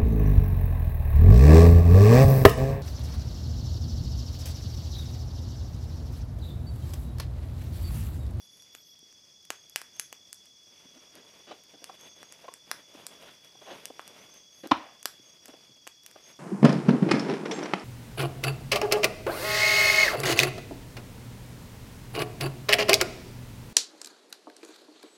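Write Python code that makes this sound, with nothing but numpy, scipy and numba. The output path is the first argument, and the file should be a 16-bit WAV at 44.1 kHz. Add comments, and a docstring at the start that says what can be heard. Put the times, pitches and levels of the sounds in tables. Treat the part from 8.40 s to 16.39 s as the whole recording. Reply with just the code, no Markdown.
"""Night woods, fire and bag

Under a tarp in the woods, with a wood fire popping close to the microphone: noise bursts in four bands.
A cloth bag on leaf bedding rustles (grains) and thuds (noise lumps); a hard thing in it smacks down (modes).
Crickets near and far sing in strokes of falling tones, over a noise bed of air, flame and hiss.
Trees and tarp send back a short diffuse echo of every blow, made with a decaying noise tail."""
import sys
import numpy as np
from scipy import signal
from scipy.fft import rfft, irfft
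from scipy.io import wavfile
from numba import njit

SR = 44100
rng = np.random.default_rng(int(sys.argv[2]) if len(sys.argv) > 2 else 0)


def materialize(psi):
    """Save the field psi as 16-bit PCM at rate SR to the path in sys.argv[1].

    A 1-D psi becomes a single channel; in a 2-D psi each row is a channel.
    """
    bounded = np.clip(np.atleast_2d(psi).T, -1, 1)
    quanta = np.round(bounded * 32767).astype(np.int16)
    wavfile.write(sys.argv[1], SR, quanta)


N = 352359

# air, flame and hiss: f/Hz, relative density/dB per Hz
NIGHT_SPECTRUM = [(20, -12), (50, -4), (120, 5.5), (300, 2.5), (1500, -11), (4000, -9.5), (7000, -7),
                  (12000, -19), (16000, -11.5)]
NIGHT_DB = -68.5   # rms before its slow drift
# countless far crickets melted into a band: low f/Hz, high f/Hz, rms level/dB
FAR_CRICKETS = (4360, 5480, -66)
# thin, high patches of hiss: t/s, length/s, centre f/Hz, rms level before the swell/dB
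HISS_PATCHES = [(0.0, 0.077, 10800, -66), (0.075, 0.2, 10700, -68.5), (0.322, 0.11, 12700, -64.5),
                (0.44, .1, 12100, -68), (6.136, 0.15, 11200, -69)]
PATCH_HALF_WIDTH = .1   # share of the centre frequency
# cricket choirs: singers, wing f/Hz, spread to either side/Hz, strokes/s, stroke/s, glide/Hz, rms level/dB
CRICKET_CHOIRS = [(7, 3400, 50, 48, 0.018, 62, -61), (8, 4800, 320, 28.5, .011, 300, -70),
                  (2, 5230, 40, 28.5, .012, 460, -71.5), (4, 6210, 59, 74, 0.015, 44, -70),
                  (3, 6630, 33, 57, .014, 40, -73)]
# near cricket, strokes in groups: f/Hz, strokes/s, chirps/s, stroke/s, rms level/dB
NEAR_CHIRPER = (5705, 38.8, 9.7, .0205, -65.5)
# short trills of single crickets: t/s, length/s, starting f/Hz, rms level before shaping and scatter/dB
TRILLS = [(0.41, 0.11, 6200, -60), (1.005, 0.047, 6300, -58), (1.116, 0.15, 6390, -52.5),
          (1.53, .15, 6360, -48.5), (1.896, 0.14, 6200, -63), (3.587, 0.2, 6370, -51),
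          (3.845, 0.078, 6470, -51), (5.199, 0.16, 6390, -53), (5.784, 0.07, 6100, -54),
          (5.897, 0.16, 6260, -50), (6.12, 0.085, 6370, -52.5), (6.82, 0.12, 6360, -53),
          (6.83, 0.13, 6520, -61), (7.8, 0.14, 6410, -53)]
SMEAR_S, SMEAR_SHARE = .03, 0.29   # decay constant and gain of the scatter off trunks and leaves
# how hard the bag is handled: t/s, rustle level/dB (only the departure from the mean counts)
BAG_HANDLING = [(0.0, -69.5), (0.87, -68.5), (1.51, -67.5), (2.2, -70.5), (2.32, -62.5), (2.49, -63),
                (2.91, -62), (3.3, -63.5), (3.69, -61.5), (3.94, -60), (4.2, -68), (4.36, -56), (4.46, -65),
                (4.6, -56), (4.75, -60.5), (4.88, -59.5), (4.93, -66), (5.2, -64), (5.35, -55.5),
                (5.5, -61), (5.78, -59), (5.97, -61.5), (6.05, -66.5), (6.3, -65), (6.45, -63),
                (6.81, -66.5), (7.2, -61), (7.5, -70.5), (7.8, -62), (7.99, -63)]
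# cloth rustle: f/Hz, relative density/dB per Hz
CLOTH_SPECTRUM = [(35, -39.5), (60, -19), (155, -4), (484, -2.5), (629, -0.5), (794, -9), (874, -5),
                  (1600, -11.5), (2080, -53.5), (3520, -120)]
CLOTH_DB, LEAVES_DB, HISS_DB = -68, -66, -71   # at mean handling; the cloth before its clumps
CLOTH_FOLLOWS, LEAVES_FOLLOW, HISS_FOLLOWS = 1.57, 1.22, 0.95   # dB per dB of handling
# bag against ground and gear: t/s, peak level of the body/dB, body f/Hz, length/s
BAG_THUDS = [(0.625, -54, 350, 0.0091), (2.452, -47.5, 300, 0.011), (2.555, -48.5, 350, 0.039),
             (2.735, -49.5, 427, 0.11), (3.066, -44, 460, 0.093), (3.109, -33, 676, 0.021),
             (3.332, -48, 400, 0.034), (3.416, -48.5, 464, 0.021), (3.492, -36, 755, 0.015),
             (4.036, -42, 666, 0.028), (4.08, -33, 800, 0.014), (4.546, -41.5, 513, 0.013),
             (4.576, -49, 650, 0.01), (4.821, -52, 580, 0.1), (4.874, -47, 2520, 0.035),
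             (5.152, -49, 600, 0.0065), (5.213, -45, 596, 0.024), (5.256, -42, 645, 0.095),
             (5.301, -35.5, 590, 0.046), (5.50, -38, 523, 0.0087), (6.233, -34.5, 456, 0.022),
             (6.25, -33, 433, 0.021), (6.789, -49.5, 252, 0.019), (7.079, -44.5, 470, 0.034),
             (7.132, -41.5, 557, 0.02), (7.292, -55, 260, 0.031), (7.757, -41, 552, 0.011)]
SNAP_DB, SNAP_DB_PER_DOUBLING = -8.5, 3.5   # snap of a 20 ms contact; a longer one drags over more leaves
# a hard hollow thing lands unevenly: t/s, level/dB
SMACK_CONTACTS = [(6.312, -25.5), (6.3143, -18.5), (6.3171, -10.5), (6.3196, -14)]
# what it rings with: f/Hz, level relative to the contact/dB, t60/s
HOLLOW_MODES = [(150.2, -18, 0.041), (306, -4, 0.036), (629, -9.5, 0.022), (800, -12.5, 0.039),
                (995, 3, 0.013), (1317, -12, 0.0236), (2064, -11.5, 0.024), (2225, -6, .03),
                (2460, -11.5, 0.025), (3070, -8, 0.0087), (3540, -11.5, 0.01), (4180, -9, 0.0058),
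                (5360, -8.5, 0.003)]
# after the smack the contents jolt, slide on for a while and come to rest
JOLT_S, JOLT_DB, JOLT_T60_S = 6.322, -36.5, 0.073
SLIDE_DB, SLIDE_S, REST_DB_PER_S = -51, 0.093, 124.5
# fire pops: t/s, peak level of the top band before the shared colour/dB, brightness/dB per octave
FIRE_POPS = [(0.1703, -50, 12), (0.2227, -43.5, 4.5), (0.3502, -34.5, 1), (0.5918, -44.5, 9),
             (0.7267, -46, 4), (1.0522, -38.5, 5.5), (1.1042, -19, 1.13), (1.2971, -34.5, 12),
             (1.36, -13, 2.4), (1.4161, -32, 1.5), (1.5971, -14, 5.5), (1.7275, -29.5, 2), (1.9293, -24, 7),
             (1.945, -38, 11), (2.0568, -41.5, 5.5), (2.754, -36, 6), (3.4424, -27, 3), (3.611, -42, 10),
             (3.8301, -40, -0.5), (3.924, -31.5, 5), (4.1391, -28.5, 6.5), (4.3144, -17, 1.83),
             (4.6669, -21.5, 6), (5.4555, -21.5, 4.5), (5.5946, -43, -4), (5.616, -43, 9), (5.678, -32, 5),
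             (5.942, -43, 3), (6.273, -34.5, 3), (6.6292, -30.5, 6), (6.6565, -13, 3), (7.0575, -30.5, 5.5),
             (7.082, -37.5, 5.5), (7.4694, -40.5, -1), (7.4751, -27.5, 2), (7.6632, -28, 5.5),
             (7.713, -41, 3.5)]
# bands of a pop: low f/Hz, high f/Hz
POP_BANDS = [(300, 1450), (1600, 3200), (4300, 7000), (7000, 13000)]
# colour all pops share: level/dB, one per band
POP_COLOUR = [-0.6, 1, -2, -0.9]
GROUND_S, GROUND_SHARE = .00031, 0.05   # delay and gain of each pop's inverted ground bounce
ECHO_DB, ECHO_T60_S, ECHO_WAIT_S = -8.5, 0.28, .013   # t60 before the further fades
TREBLE_FADE_S = 0.27   # extra fade of the echo's treble, to about a third in this time
CUTOFF_HZ = 16600


def from_db(db):
    """Decibels to gain."""
    return 10 ** (np.asarray(db) / 20)


def rms_one(x):
    """Scale to rms 1."""
    return x / np.sqrt(np.mean(x ** 2) + 1e-20)


def peak_one(x):
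    """Scale each row to peak 1."""
    return x / np.abs(x).max(axis=-1, keepdims=True)


def in_time(rows):
    """Columns of a curve, one value per sample."""
    s, *columns = np.transpose(rows)
    return [np.interp(np.arange(N) / SR, s, c) for c in columns]


def band(x, low_hz, high_hz):
    """Butterworth band-pass."""
    edges_hz = [low_hz, min(high_hz, .45 * SR)]
    return signal.sosfilt(signal.butter(2, edges_hz, "band", fs=SR, output="sos"), x)


def coloured(x, spectrum):
    """Shape a steady signal to a spectrum, interpolated over log frequency; rms 1."""
    hz, level_db = np.transpose(spectrum)
    grid = np.log(np.fft.rfftfreq(N, 1 / SR) + 1)
    gain = from_db(np.interp(grid, np.log(hz), level_db))
    return rms_one(irfft(rfft(x) * gain, N))


def drift(rate):
    """Slow random curve: knots of spread 1, so many per second, joined by straight lines."""
    knots = rng.standard_normal(int(N / SR * rate) + 2)
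    return np.interp(np.arange(N) / SR * rate, np.arange(len(knots)), knots)


def grains(per_s, spread_db):
    """Random clicks of either sign; a larger spread makes their sizes more uneven."""
    size_db = spread_db * np.minimum(rng.exponential(1, N), 4)
    sizes = from_db(size_db) * rng.choice([-1, 1], N)
    return sizes * (rng.random(N) < per_s / SR)


def place(out_len, events):
    """Lay short sounds at their times."""
    out = np.zeros(out_len + SR)
    for s, sound in events:
        start = round(s * SR)
        out[start:start + len(sound)] += sound
    return out[:out_len]


def night_air():
    """Air, flame and hiss: coloured noise whose level drifts slowly."""
    level = from_db(NIGHT_DB + 0.74 * drift(3.5))
    return level * coloured(rng.standard_normal(N), NIGHT_SPECTRUM)


def far_crickets():
    """So many distant singers that their strokes merge into a steady band of noise."""
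    low_hz, high_hz, level_db = FAR_CRICKETS
    far = band(band(rng.standard_normal(N), low_hz, high_hz), low_hz, high_hz)
    return from_db(level_db) * rms_one(far)


def high_hiss():
    """Each patch is a narrow band of noise that swells and fades."""
    t = np.arange(SR // 2) / SR
    patches = []
    for s, length_s, hz, level_db in HISS_PATCHES:
        swell = np.sqrt(np.sin(np.pi * np.clip(t / length_s, 0, 1)).clip(0))
        noise = rng.standard_normal(len(t))
        hiss = rms_one(band(noise, hz * (1 - PATCH_HALF_WIDTH), hz * (1 + PATCH_HALF_WIDTH)))
        patches.append((s, from_db(level_db) * swell * hiss))
    return place(N, patches)


@njit
def wing(pace, hz, per_s, stroke_s, glide_hz):
    """Each wing stroke is a short tone falling in pitch; pace is the singer's own clock in seconds."""
    out, phase = np.zeros(len(pace)), 0.
    for i in range(len(pace)):
        through = pace[i] * per_s % 1 / (per_s * stroke_s)   # 0 to 1 within the stroke
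        if through < 1:
            phase += 2 * np.pi * (hz[i] + glide_hz * (.5 - through)) / SR
            out[i] = np.sin(phase) * np.sqrt(4 * through * (1 - through))
    return out


def strokes(hz, per_s, stroke_s, glide_hz):
    """A singer whose tempo and pitch waver a little; also returns its clock."""
    pace = rng.random() + np.arange(N) / SR + .003 * drift(4)
    return wing(pace, hz + 14 * drift(25), float(per_s), stroke_s, float(glide_hz)), pace


def smear(x):
    """A dense short scatter off trunks and leaves fills the gaps between strokes."""
    t = np.arange(SR // 8) / SR
    scatter = rms_one(rng.standard_normal(len(t)) * np.exp(-t / SMEAR_S)) / np.sqrt(len(t))
    return x + SMEAR_SHARE * signal.fftconvolve(x, scatter)[:N]


def choirs():
    """Unsynchronised singers, spread in pitch and tempo, each varying in loudness."""
    out = np.zeros(N)
    for singers, hz, spread_hz, per_s, stroke_s, glide_hz, level_db in CRICKET_CHOIRS:
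        choir = np.zeros(N)
        for p in np.linspace(-1, 1, round(singers)):
            tempo = per_s * (1 + .015 * rng.standard_normal())
            song, _ = strokes(hz + spread_hz * p, tempo, stroke_s, glide_hz)
            choir += song * np.abs(1 + 0.5 * drift(4))
        out += from_db(level_db) * rms_one(choir)
    return out


def near_chirper():
    """A near cricket's strokes rise and fall in groups, heard with their scatter."""
    hz, per_s, chirps, stroke_s, level_db = NEAR_CHIRPER
    song, pace = strokes(hz, per_s, stroke_s, glide_hz=35)
    chirp = from_db(4.4 * np.cos(2 * np.pi * pace * chirps) + 1.6 * drift(35))
    return from_db(level_db) * rms_one(smear(song * chirp * from_db(1.2 * drift(6))))


def trills():
    """Single crickets trill briefly, rising 40 Hz with strokes of uneven strength, and scatter."""
    events = []
    for s, length_s, hz, level_db in TRILLS:
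        t = np.arange(round(length_s * SR)) / SR
        song = rms_one(wing(t, hz + 40 * t / length_s, 56.0, 0.017, 80.0))
        swell = np.sin(np.pi * t / length_s) ** 0.3
        strength = rng.uniform(0.14, 0.69, 40)[(t * 56).astype(int)]   # one per stroke
        events.append((s, from_db(level_db) * song * swell * strength))
    return smear(place(N, events))


def rustle():
    """Cloth folds low, leaves crush in the middle and hiss on top; all come in clumps of grains."""
    effort_db = in_time(BAG_HANDLING)[0]
    effort_db = effort_db - effort_db.mean()
    clumps_db = 2.5 * drift(40) + 2.05 * drift(16)
    folds = coloured(grains(700, spread_db=0), CLOTH_SPECTRUM)
    cloth = folds * from_db(CLOTH_DB + CLOTH_FOLLOWS * effort_db + clumps_db)
    crush = grains(2500, spread_db=1.0) * from_db(clumps_db)
    leaves = rms_one(band(crush, 1820, 3800)) * from_db(LEAVES_DB + LEAVES_FOLLOW * effort_db)
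    hiss = rms_one(band(crush, 3500, 12000)) * from_db(HISS_DB + HISS_FOLLOWS * effort_db)
    return cloth + leaves + hiss


def thuds():
    """A soft contact is a lump of noise in a broad body resonance, with a brighter snap on it."""
    t = np.arange(5000) / SR
    sounds = []
    for s, peak_db, hz, length_s in BAG_THUDS:
        press = np.sin(np.pi * np.clip(t / max(length_s, .002), 0, 1) ** 0.61)
        contact = rng.standard_normal(len(t)) * press
        body = peak_one(band(band(contact, 0.5 * hz, 1.41 * hz), 0.24 * hz, 1.94 * hz))
        snap_db = SNAP_DB + SNAP_DB_PER_DOUBLING * np.log2(length_s / 0.02)
        snap = from_db(snap_db) * peak_one(band(contact, 1230, 3600))
        sounds.append((s, from_db(peak_db) * (body + snap)))
    return place(N, sounds)


def smack():
    """Four contacts strike the same decaying modes, each mode with random sign and strength."""
    out = np.zeros(N)
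    at, blow_db = np.transpose(SMACK_CONTACTS)
    for hz, level_db, t60 in HOLLOW_MODES:
        clicks = np.full(N, 1e-18)   # inaudible floor
        strength_db = blow_db + level_db + rng.normal(0, 2.1, len(at))
        clicks[np.round(at * SR).astype(int)] = from_db(strength_db) * rng.choice([-1, 1], len(at))
        r, w = from_db(-60 / (t60 * SR)), 2 * np.pi * hz / SR
        out += signal.lfilter([0, np.sin(w)], [1, -2 * r * np.cos(w), r * r], clicks)
    return band(band(out, 110, 13750), 70, 15000)


def settling_contents():
    """The contents jolt and slide to rest: grains in two bands under a falling level."""
    knocks = grains(4000, spread_db=1.5)
    rattle = rms_one(band(knocks, 490, 1100)) - 0.79 * rms_one(band(knocks, 1600, 2900))
    since = np.maximum(np.arange(N) / SR - JOLT_S, 0)
    jolt = from_db(JOLT_DB - 60 * since / JOLT_T60_S)
    slide = from_db(SLIDE_DB - REST_DB_PER_S * np.maximum(since - SLIDE_S, 0))
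    return (since > 0) * (jolt + slide) * rattle


def pops():
    """A gas pocket bursts the wood: a push and splinters within a millisecond; bright pops lack the low push."""
    t, rows = np.arange(500) / SR, np.array(FIRE_POPS)
    splinters = rng.standard_normal((len(rows), len(t))) * np.exp(-t / 0.00045)
    bursts = splinters + 4.6 * (t == 0)
    lag = round(GROUND_S * SR)
    bursts[:, lag:] -= GROUND_SHARE * bursts[:, :-lag]
    octaves = np.log2(np.sqrt(np.prod(POP_BANDS, axis=1)))   # band centres
    level_db = rows[:, [1]] + rows[:, [2]] * (octaves - octaves[-1]) + POP_COLOUR
    sounds = np.zeros(bursts.shape)
    for k, (low_hz, high_hz) in enumerate(POP_BANDS):
        sign = (-1) ** k   # neighbouring bands join without a notch when their signs alternate
        sounds += sign * from_db(level_db[:, [k]]) * peak_one(band(bursts, low_hz, high_hz))
    return place(N, zip(rows[:, 0], sounds))


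def ticking():
    """Faint ticking between the pops: sparse clicks of very uneven size."""
    return from_db(-64) * band(grains(25, spread_db=8.0), 1500, 14000)


def woods(x):
    """Logs scatter at once; the diffuse echo from tarp and trunks comes after a wait and loses its treble."""
    t = np.arange(SR // 2) / SR
    logs = 2.08 * np.exp(-t / 0.0054)
    late = 0.64 * (t > ECHO_WAIT_S) / (1 + (t / 0.2) ** 3)
    noise = rng.standard_normal(len(t)) * (logs + .3 + late)
    low = band(noise, 250, 6000)
    rest = (noise - low) * np.exp(-t / TREBLE_FADE_S)
    tail = (low + rest) * from_db(-60 * t / ECHO_T60_S)
    return from_db(ECHO_DB) * signal.fftconvolve(x, tail / np.sqrt(np.sum(tail ** 2)))[:N]


def scene():
    """Blows with their echo over crickets, high hiss, rustle and night air."""
    background = night_air() + far_crickets() + high_hiss()
    crickets = choirs() + near_chirper() + trills()
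    bumps = thuds() + smack() + settling_contents()
    crackle = pops() + ticking()
    echo = woods(crackle + 1.12 * bumps)
    return (background + crickets + rustle() + bumps + crackle + echo)[None]


def record(dry):
    """The top steps down at 15.6 kHz and is then cut."""
    top = signal.sosfilt(signal.cheby2(10, 16, 15600, fs=SR, output="sos"), dry)
    return signal.sosfilt(signal.cheby2(12, 60, CUTOFF_HZ, fs=SR, output="sos"), top)


dry = scene()
out = record(dry)
materialize(out)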